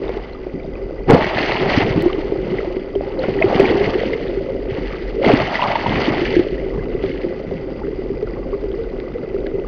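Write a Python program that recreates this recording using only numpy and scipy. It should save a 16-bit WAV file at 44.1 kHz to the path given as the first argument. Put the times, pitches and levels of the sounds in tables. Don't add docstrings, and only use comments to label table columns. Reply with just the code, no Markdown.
import sys
import numpy as np
from scipy import signal
from scipy.fft import rfft, irfft, next_fast_len
from scipy.io import wavfile
from scipy.ndimage import uniform_filter1d, map_coordinates

SR = 44100
rng = np.random.default_rng(int(sys.argv[2]) if len(sys.argv) > 2 else 0)


def store_wav(level_fs):
    pcm = np.round(np.clip(np.atleast_2d(level_fs), -1, 1) * 32767)
    wavfile.write(sys.argv[1], SR, pcm.T.astype(np.int16))


N = 426447
TIME = np.arange(N) / SR


def amp(db):
    return 10 ** (np.asarray(db) / 20)


def unit(x):
    return x / np.sqrt(np.mean(x ** 2) + 1e-20)


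def contour(points):
    return amp(np.interp(TIME, *np.transpose(points)))


def swell(start, rise_s, hold_s, fade_db_per_s):
    age = TIME - start
    return np.clip(age / rise_s, 0, 1) * amp(-fade_db_per_s * np.maximum(age - rise_s - hold_s, 0))


def power_sum(gains):
    return np.sqrt(sum(gain ** 2 for gain in gains))


def wobble(rate_hz):
    return map_coordinates(rng.standard_normal(4096), [TIME * rate_hz], mode="wrap")


def coloured(x, response):
    size = 2 * next_fast_len(N // 2 + 8192)
    hz, db = np.transpose(response)
    log_hz = np.log(np.fft.rfftfreq(size, 1 / SR) + 1)
    gain = amp(np.interp(log_hz, np.log(hz), db))
    cepstrum = irfft(np.log(gain))[:size // 2]
    cepstrum[1:] *= 2
    return irfft(rfft(x, size) * np.exp(rfft(cepstrum, size)))[:N]


def noise(spectrum):
    return unit(coloured(rng.standard_normal(N), spectrum))


def low_pass(x, hz):
    return signal.sosfilt(signal.ellip(10, .1, 80, hz, fs=SR, output="sos"), x)


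def add(track, start, sound):
    part = track[max(round(start * SR), 0):][:len(sound)]
    part += sound[:len(part)]


def bubble(t, hz, t60, glide, attack_s):
    age = t / t60
    phase = 2 * np.pi * hz * t * (1 + glide * age / 2)
    return np.sin(phase) * 1000. ** -age * (1 - np.exp(-t / attack_s))


def swarm(low_hz, high_hz, cycles, spread_db, count, samples):
    when, pitch, strength = rng.random((count, 3)).T
    hz = low_hz * (high_hz / low_hz) ** pitch[:, None]
    excess_db = spread_db * np.minimum(-np.log(1 - strength[:, None]), 4)
    t = np.arange(samples) / SR
    rings = hz * amp(excess_db) * bubble(t, hz, t60=cycles / hz, glide=0.15, attack_s=0.27 / hz)
    places = (when * N).astype(int)[:, None] + np.arange(samples)
    return unit(np.bincount(places.ravel(), rings.ravel(), N)[:N])


def churn(bubbles, spectrum, far_db, flutter_db, flutter_hz):
    water = bubbles + amp(far_db) * rng.standard_normal(N)
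    flutter = amp(flutter_db * wobble(flutter_hz))
    return unit(coloured(water * flutter, spectrum))


# (frequency [Hz], gain [dB])
HULL_SPECTRUM = [(8, -28.5), (14, -12.5), (28, -0.5), (37, -2), (43, 2.5), (49, 4), (58, -6.5), (90, -64.5)]
# (time [s], level [dB])
HULL_LEVELS = [(0, -30.5), (.45, -36), (.95, -29.5), (1.35, -37), (2.28, -28.5), (2.5, -33.5), (4.2, -33.5),
               (5.1, -28), (5.6, -40), (6.05, -33), (6.85, -27), (7.45, -39), (7.95, -31), (8.85, -29.5),
               (9.2, -37.5), (9.45, -30.5)]
def hull_drone():
    hum = noise(HULL_SPECTRUM)
    running_rms = np.sqrt(np.abs(uniform_filter1d(hum ** 2, size=SR // 3)))
    return contour(HULL_LEVELS) * hum / running_rms


# (time [s], relative level [dB])
FLOW_LEVELS = [(0, -23), (.3, -39), (1.0, -30), (1.45, -26), (1.8, -21), (2.15, -26), (2.6, -23),
               (2.9, -31), (3.65, -16), (4.15, -22.5), (4.78, -26.5), (5.05, -31), (5.33, -18), (5.6, -43),
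               (6.0, -22), (6.8, -26), (7.8, -28), (9.67, -27.5)]
# (time [s], hold [s], level [dB])
EDDY_ROLLS = [(.53, 0.0096, -24), (0.647, 0.014, -24.5), (1.355, 0.038, -26), (1.593, 0.3, -20.5),
              (1.94, 0.025, -17), (2.48, 0.032, -26), (3.173, 0.039, -27), (3.55, 0.048, -23.5),
              (3.79, 0.032, -21), (4.727, .08, -28), (5.44, 0.46, -29), (5.86, 0.1, -16.5),
              (6.07, 0.23, -24.5), (6.35, .03, -27), (6.75, 0.013, -19.5), (7.02, .015, -19.5),
              (7.46, 0.066, -22.5), (7.6, 0.63, -38.5)]
# (frequency [Hz], gain [dB])
EDDY_SPECTRUM = [(20, -9), (60, -9), (80, -1), (130, -3.5), (250, -2.5), (330, -1), (600, -49.5)]
GURGLE_SPECTRUM = [(130, -36), (240, -9.5), (300, -8), (355, -2), (393, 4), (415, -4), (440, -0.5),
                   (485, -7.5), (528, -2.5), (590, -13.5), (680, -17), (800, -24.5), (1400, -52)]
def stream():
    flow, slap = contour(FLOW_LEVELS), slap_envelope()
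    rolls = power_sum(amp(db) * swell(start, rise_s=0.0076, hold_s=hold, fade_db_per_s=196)
                      for start, hold, db in EDDY_ROLLS)
    deep_bubbles = swarm(105, 330, cycles=5.65, spread_db=3.5, count=1000, samples=2400)
    eddies = churn(deep_bubbles, EDDY_SPECTRUM, far_db=11.5, flutter_db=1, flutter_hz=22)
    large_bubbles = swarm(238.2, 674.5, cycles=15, spread_db=1, count=2000, samples=2000)
    gurgle = churn(large_bubbles, GURGLE_SPECTRUM, far_db=3, flutter_db=1, flutter_hz=20)
    eddy_gain = power_sum([amp(-7) * flow, amp(-2.5) * slap, rolls])
    gurgle_gain = power_sum([amp(0.5) * flow, amp(-3) * slap])
    return eddy_gain * eddies + gurgle_gain * gurgle


# (frequency [Hz], gain [dB])
PANEL_RESPONSE = [(700, -3), (840, 9.5), (1000, -14), (1150, 2), (1500, 4), (1800, -21), (1990, 11),
                  (2200, -4.5), (2450, -4), (3000, -12.5), (3900, -21), (4300, -17.5), (4800, -5),
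                  (5450, -29), (6100, -31.5), (6900, -58)]
def wash():
    specks = swarm(1500, 6000, cycles=12, spread_db=2.2, count=3000, samples=500)
    hiss = churn(specks, PANEL_RESPONSE, far_db=0, flutter_db=1.5, flutter_hz=40)
    return amp(-39) * noise(EDDY_SPECTRUM) + amp(-33.5) * noise(GURGLE_SPECTRUM) + amp(-48.5) * hiss


# (time [s], rise [s], hold [s], decay [dB/s], froth level [dB], fizz level [dB])
FOAM_CLOUDS = [(0, 0.046, 0.082, 47, -38, -41), (1.074, 0.025, 0.59, 24, -25, -27),
               (1.384, .012, 0.045, 40, -32, -24.5), (1.68, 0.021, 0.061, 74, -22.5, -22),
               (2.396, 0.096, .09, 50, -36, -37), (2.987, 0.046, .05, 42, -37.5, -44.5),
               (3.167, 0.064, 0.037, 35, -32.5, -34.5), (3.358, 0.21, 0.12, 54, -22.5, -27),
               (3.774, 0.036, 0.03, 26, -31, -28), (4.673, 0.04, 0.05, 13, -41, -37.5),
               (5.214, 0.045, 0.075, 36, -21, -23.5), (5.452, 0.11, 0.51, 50, -24, -27.5),
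               (5.94, 0.21, .17, 53, -41, -29.5), (6.458, .1, 0.25, 3.5, -45.5, -47.5),
               (7.001, 0.021, 0.028, 44.5, -49.5, -36)]
# (frequency [Hz], gain [dB])
FROTH_SPECTRUM = [(350, -30.5), (580, -1), (720, -1), (870, -2.5), (1020, -9), (1200, -9.5), (1400, -15.5),
                  (1800, -19), (3500, -60)]
FIZZ_SPECTRUM = [(800, -42), (1300, -6), (1550, -6), (1780, -2.5), (2030, 2.5), (2400, -5), (2950, -4.5),
                 (3500, -11.5), (3900, -16.5), (4300, -12), (4800, -14.5), (5500, -27), (6200, -26.5),
                 (7000, -28.5)]
def foam():
    def surviving(gains, thin_db):
        gain = power_sum(gains)
        return gain / np.sqrt(1 + (amp(thin_db) / gain) ** 2)

    froth_gains, fizz_gains = [amp(-44.5)], [amp(-49.5)]
    froth_gains.append(amp(-4) * slap_envelope())
    for start, rise, hold, fade, froth_db, fizz_db in FOAM_CLOUDS:
        passing = swell(start, rise, hold, fade)
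        froth_gains.append(amp(froth_db) * passing)
        fizz_gains.append(amp(fizz_db) * passing)
    babble = swarm(577, 1558, cycles=18, spread_db=1, count=3200, samples=1200)
    froth = churn(babble, FROTH_SPECTRUM, far_db=10.5, flutter_db=2.3, flutter_hz=59)
    crackle = swarm(1300, 6000, cycles=13, spread_db=3.2, count=9000, samples=500)
    fizz = churn(crackle, FIZZ_SPECTRUM, far_db=4.5, flutter_db=2, flutter_hz=70)
    return surviving(froth_gains, thin_db=-47.5) * froth + surviving(fizz_gains, thin_db=-48.5) * fizz


def stray_bubbles():
    pops = swarm(950, 3800, cycles=20, spread_db=3, count=500, samples=1200)
    bunches = amp(4 * wobble(rate_hz=14))
    spectrum = [(600, -19), (1200, 5), (1700, -8), (2200, -11), (3200, -12), (4500, -14.5), (7000, -44.5)]
    return amp(-51.5) * unit(coloured(pops * bunches, spectrum))


# (time [s], level [dB], frequency [Hz])
NEAR_BUBBLES = [(.08, -26, 3600), (.081, -27, 856), (.333, -30, 4130), (.349, -29, 1200), (.599, -27, 2230),
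                (0.754, -27, 2400), (1.09, -19, 1030), (2.099, -19, 1146), (2.131, -17.5, 2960),
                (2.585, -13, 2000), (2.603, -24, 1300), (2.953, -24.5, 3070), (3.035, -24, 790),
                (3.192, -20.5, 4160), (3.236, -18.5, 1410), (3.389, -14.5, 1930), (3.423, -2, 2090),
                (3.424, -6.5, 2480), (3.596, -10, 2460), (3.654, -6.5, 2230), (4.133, -13, 2040),
                (5.248, -6.5, 2060), (5.555, -7, 2010), (5.593, -8.5, 930), (5.618, -7, 2720),
                (5.623, -3.5, 980), (5.65, -9, 880), (5.754, -5, 900), (5.861, -6.5, 920),
                (6.58, -24, 1876), (6.702, -26, 1960), (6.792, -28, 1620), (7.114, -21, 2100),
                (7.117, -25, 2900), (7.817, -23, 840), (8.272, -27, 1350), (8.336, -27, 1930),
                (8.429, -33, 1100), (8.531, -23, 1110), (8.74, -33, 1125), (9.463, -26, 1640)]
def plinks():
    rings = np.zeros(N)
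    t = np.arange(SR // 8) / SR
    for start, db, hz in NEAR_BUBBLES:
        add(rings, start, amp(db) * bubble(t, hz, t60=42 / hz, glide=0.099, attack_s=0.00059))
    return rings


# (time [s], peak level [dB], frequency [Hz], 60 dB decay time [s])
AIR_POCKETS = [(.093, -14, 480, .047), (0.168, -13.5, 395, 0.035), (.465, -17.5, 360, 0.031),
               (.645, -22.5, 625, 0.037), (0.905, -26, 493, 0.073), (1.1, 3.5, 443, 0.023),
               (1.108, -3, 428, 0.087), (1.132, -9.5, 252, 0.073), (1.145, -1.5, 490, 0.046),
               (1.972, -7, 305, 0.05), (2.032, -11.5, 352, 0.12), (2.06, -4, 344, 0.087),
               (2.181, -13.5, 321, 0.04), (2.321, -6.5, 392, 0.043), (2.387, -16.5, 374, 0.34),
               (2.524, -12.5, 377, 0.12), (2.67, -13.5, 343, .08), (2.766, -11.5, 369, 0.064),
               (2.957, -9.5, 388.5, 0.094), (3.188, -15.5, 516, 0.25), (3.282, -12.5, 379, .13),
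               (3.414, -9, 637, 0.065), (3.442, -3.5, 371, 0.072), (3.596, 0.5, 391, 0.064),
               (3.646, -10.5, 363, 0.17), (3.711, -9, 320, 0.054), (3.806, -7.5, 404, 0.11),
               (4.2, -21, 576, 0.039), (4.293, -14.5, 343, 0.14), (4.406, -26.5, 548, 0.08),
               (5.214, -12, 538, 0.084), (5.262, -6, 410, .056), (5.298, -8.5, 430, 0.039),
               (6.08, -5, 312, 0.047), (6.216, -7.5, 343, 0.088), (6.365, -2, 342, 0.078),
               (6.393, -3, 339, 0.046), (6.524, -14, 374, .09), (6.78, -16.5, 426, .08),
               (7.036, -11.5, 384.5, 0.14), (7.238, -14, 344, 0.24), (7.515, -16, 393, .1),
               (8.101, -13.5, 387, 0.11), (8.226, -10, 418, 0.06), (8.527, -15.5, 400.4, 0.22),
               (8.639, -12.5, 407, 0.058), (8.789, -15, 446, 0.14), (8.935, -19, 387, 0.087),
               (9.15, -19.5, 484, 0.18), (9.344, -12.5, 395, 0.1), (9.385, -12, 372, 0.036)]
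def glugs():
    shove_db, splash_db = -19, -33.5
    rings, shoves, splashes = np.zeros((3, N))
    t = np.arange(SR // 4) / SR
    for start, db, hz, t60 in AIR_POCKETS:
        ring = bubble(t, hz, t60, glide=0.08, attack_s=0.002)
        add(rings, start, amp(db) * ring / np.abs(ring).max())
        add(shoves, start, amp(db + shove_db - 60 * t / 0.036))
        add(splashes, start, amp(db + splash_db - 60 * t / 0.043))
    rumble = noise(EDDY_SPECTRUM)
    spray = noise(FIZZ_SPECTRUM) + noise(FROTH_SPECTRUM)
    return rings + shoves * rumble + splashes * spray


# (time [s], snap level [dB], knock level [dB])
COLLAPSES = [(.093, -25, -14), (.1737, -25, -33), (0.4685, -40, -21), (.866, -43, -30), (.909, -43, -23),
             (1.108, -4.5, -6), (1.3816, -28, -11), (1.52, -9, -13), (2.1295, -17.5, -24),
             (2.3241, -41, -20), (2.6464, -28, -15), (2.953, -34, -17), (3.0087, -40, -12.5),
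             (3.239, -24, -9), (3.285, -35, -12.5), (3.5276, -20, -9.5), (3.601, -13, -5),
             (4.012, -37, -17), (4.0337, -26, -12.5), (4.408, -38, -25), (5.2433, -34, -6),
             (5.7094, -27, -21), (5.7548, -25, -23), (7.039, -22, -16), (7.511, -31, -19),
             (9.0008, -23.5, -36), (9.4677, -21, -23)]
# (frequency [Hz], gain [dB])
SNAP_RESPONSE = [(300, -22.5), (800, -14.5), (1500, -7.5), (2050, 10.5), (2600, -7), (3400, -1),
                 (4000, -5.5), (4700, -8), (5600, -34.5), (7000, -27)]
KNOCK_RESPONSE = [(80, -17.5), (250, 5), (400, -9.5), (550, 16), (800, 1), (1100, -17), (2000, -22),
                  (5000, -64.5)]
def ticks():
    def struck(response):
        ring = coloured(signal.unit_impulse(N), response)[:SR // 20]
        return ring / np.abs(ring).max()

    track = np.zeros(N)
    snap, knock = struck(SNAP_RESPONSE), struck(KNOCK_RESPONSE)
    for start, snap_db, knock_db in COLLAPSES:
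        add(track, start, amp(snap_db) * snap + amp(knock_db) * knock)
    return track


# (time [s], hold [s], relative level [dB])
FOAM_IMPACTS = [(1.071, 0.045, -10), (5.243, 0.063, -15)]
def slap_envelope():
    return power_sum(amp(db) * swell(start, rise_s=0.03, hold_s=hold, fade_db_per_s=161)
                     for start, hold, db in FOAM_IMPACTS)


def click(time_s=2.0235, peak_db=-19):
    return amp(peak_db) * signal.unit_impulse(N, round(time_s * SR))


# (frequency [Hz], gain [dB])
WALL_RESPONSE = [(5900, 0), (6400, -5), (6800, -17), (7200, -45)]
def housing_wall(water):
    return low_pass(coloured(water, WALL_RESPONSE), hz=7000)


def scene():
    water = hull_drone() + wash() + stream() + foam() + stray_bubbles() + plinks() + glugs() + ticks()
    return (housing_wall(water) + click())[None]


def record(dry):
    return low_pass(np.clip(dry, -1, 1), hz=16000)


dry = scene()
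out = record(dry)
store_wav(out)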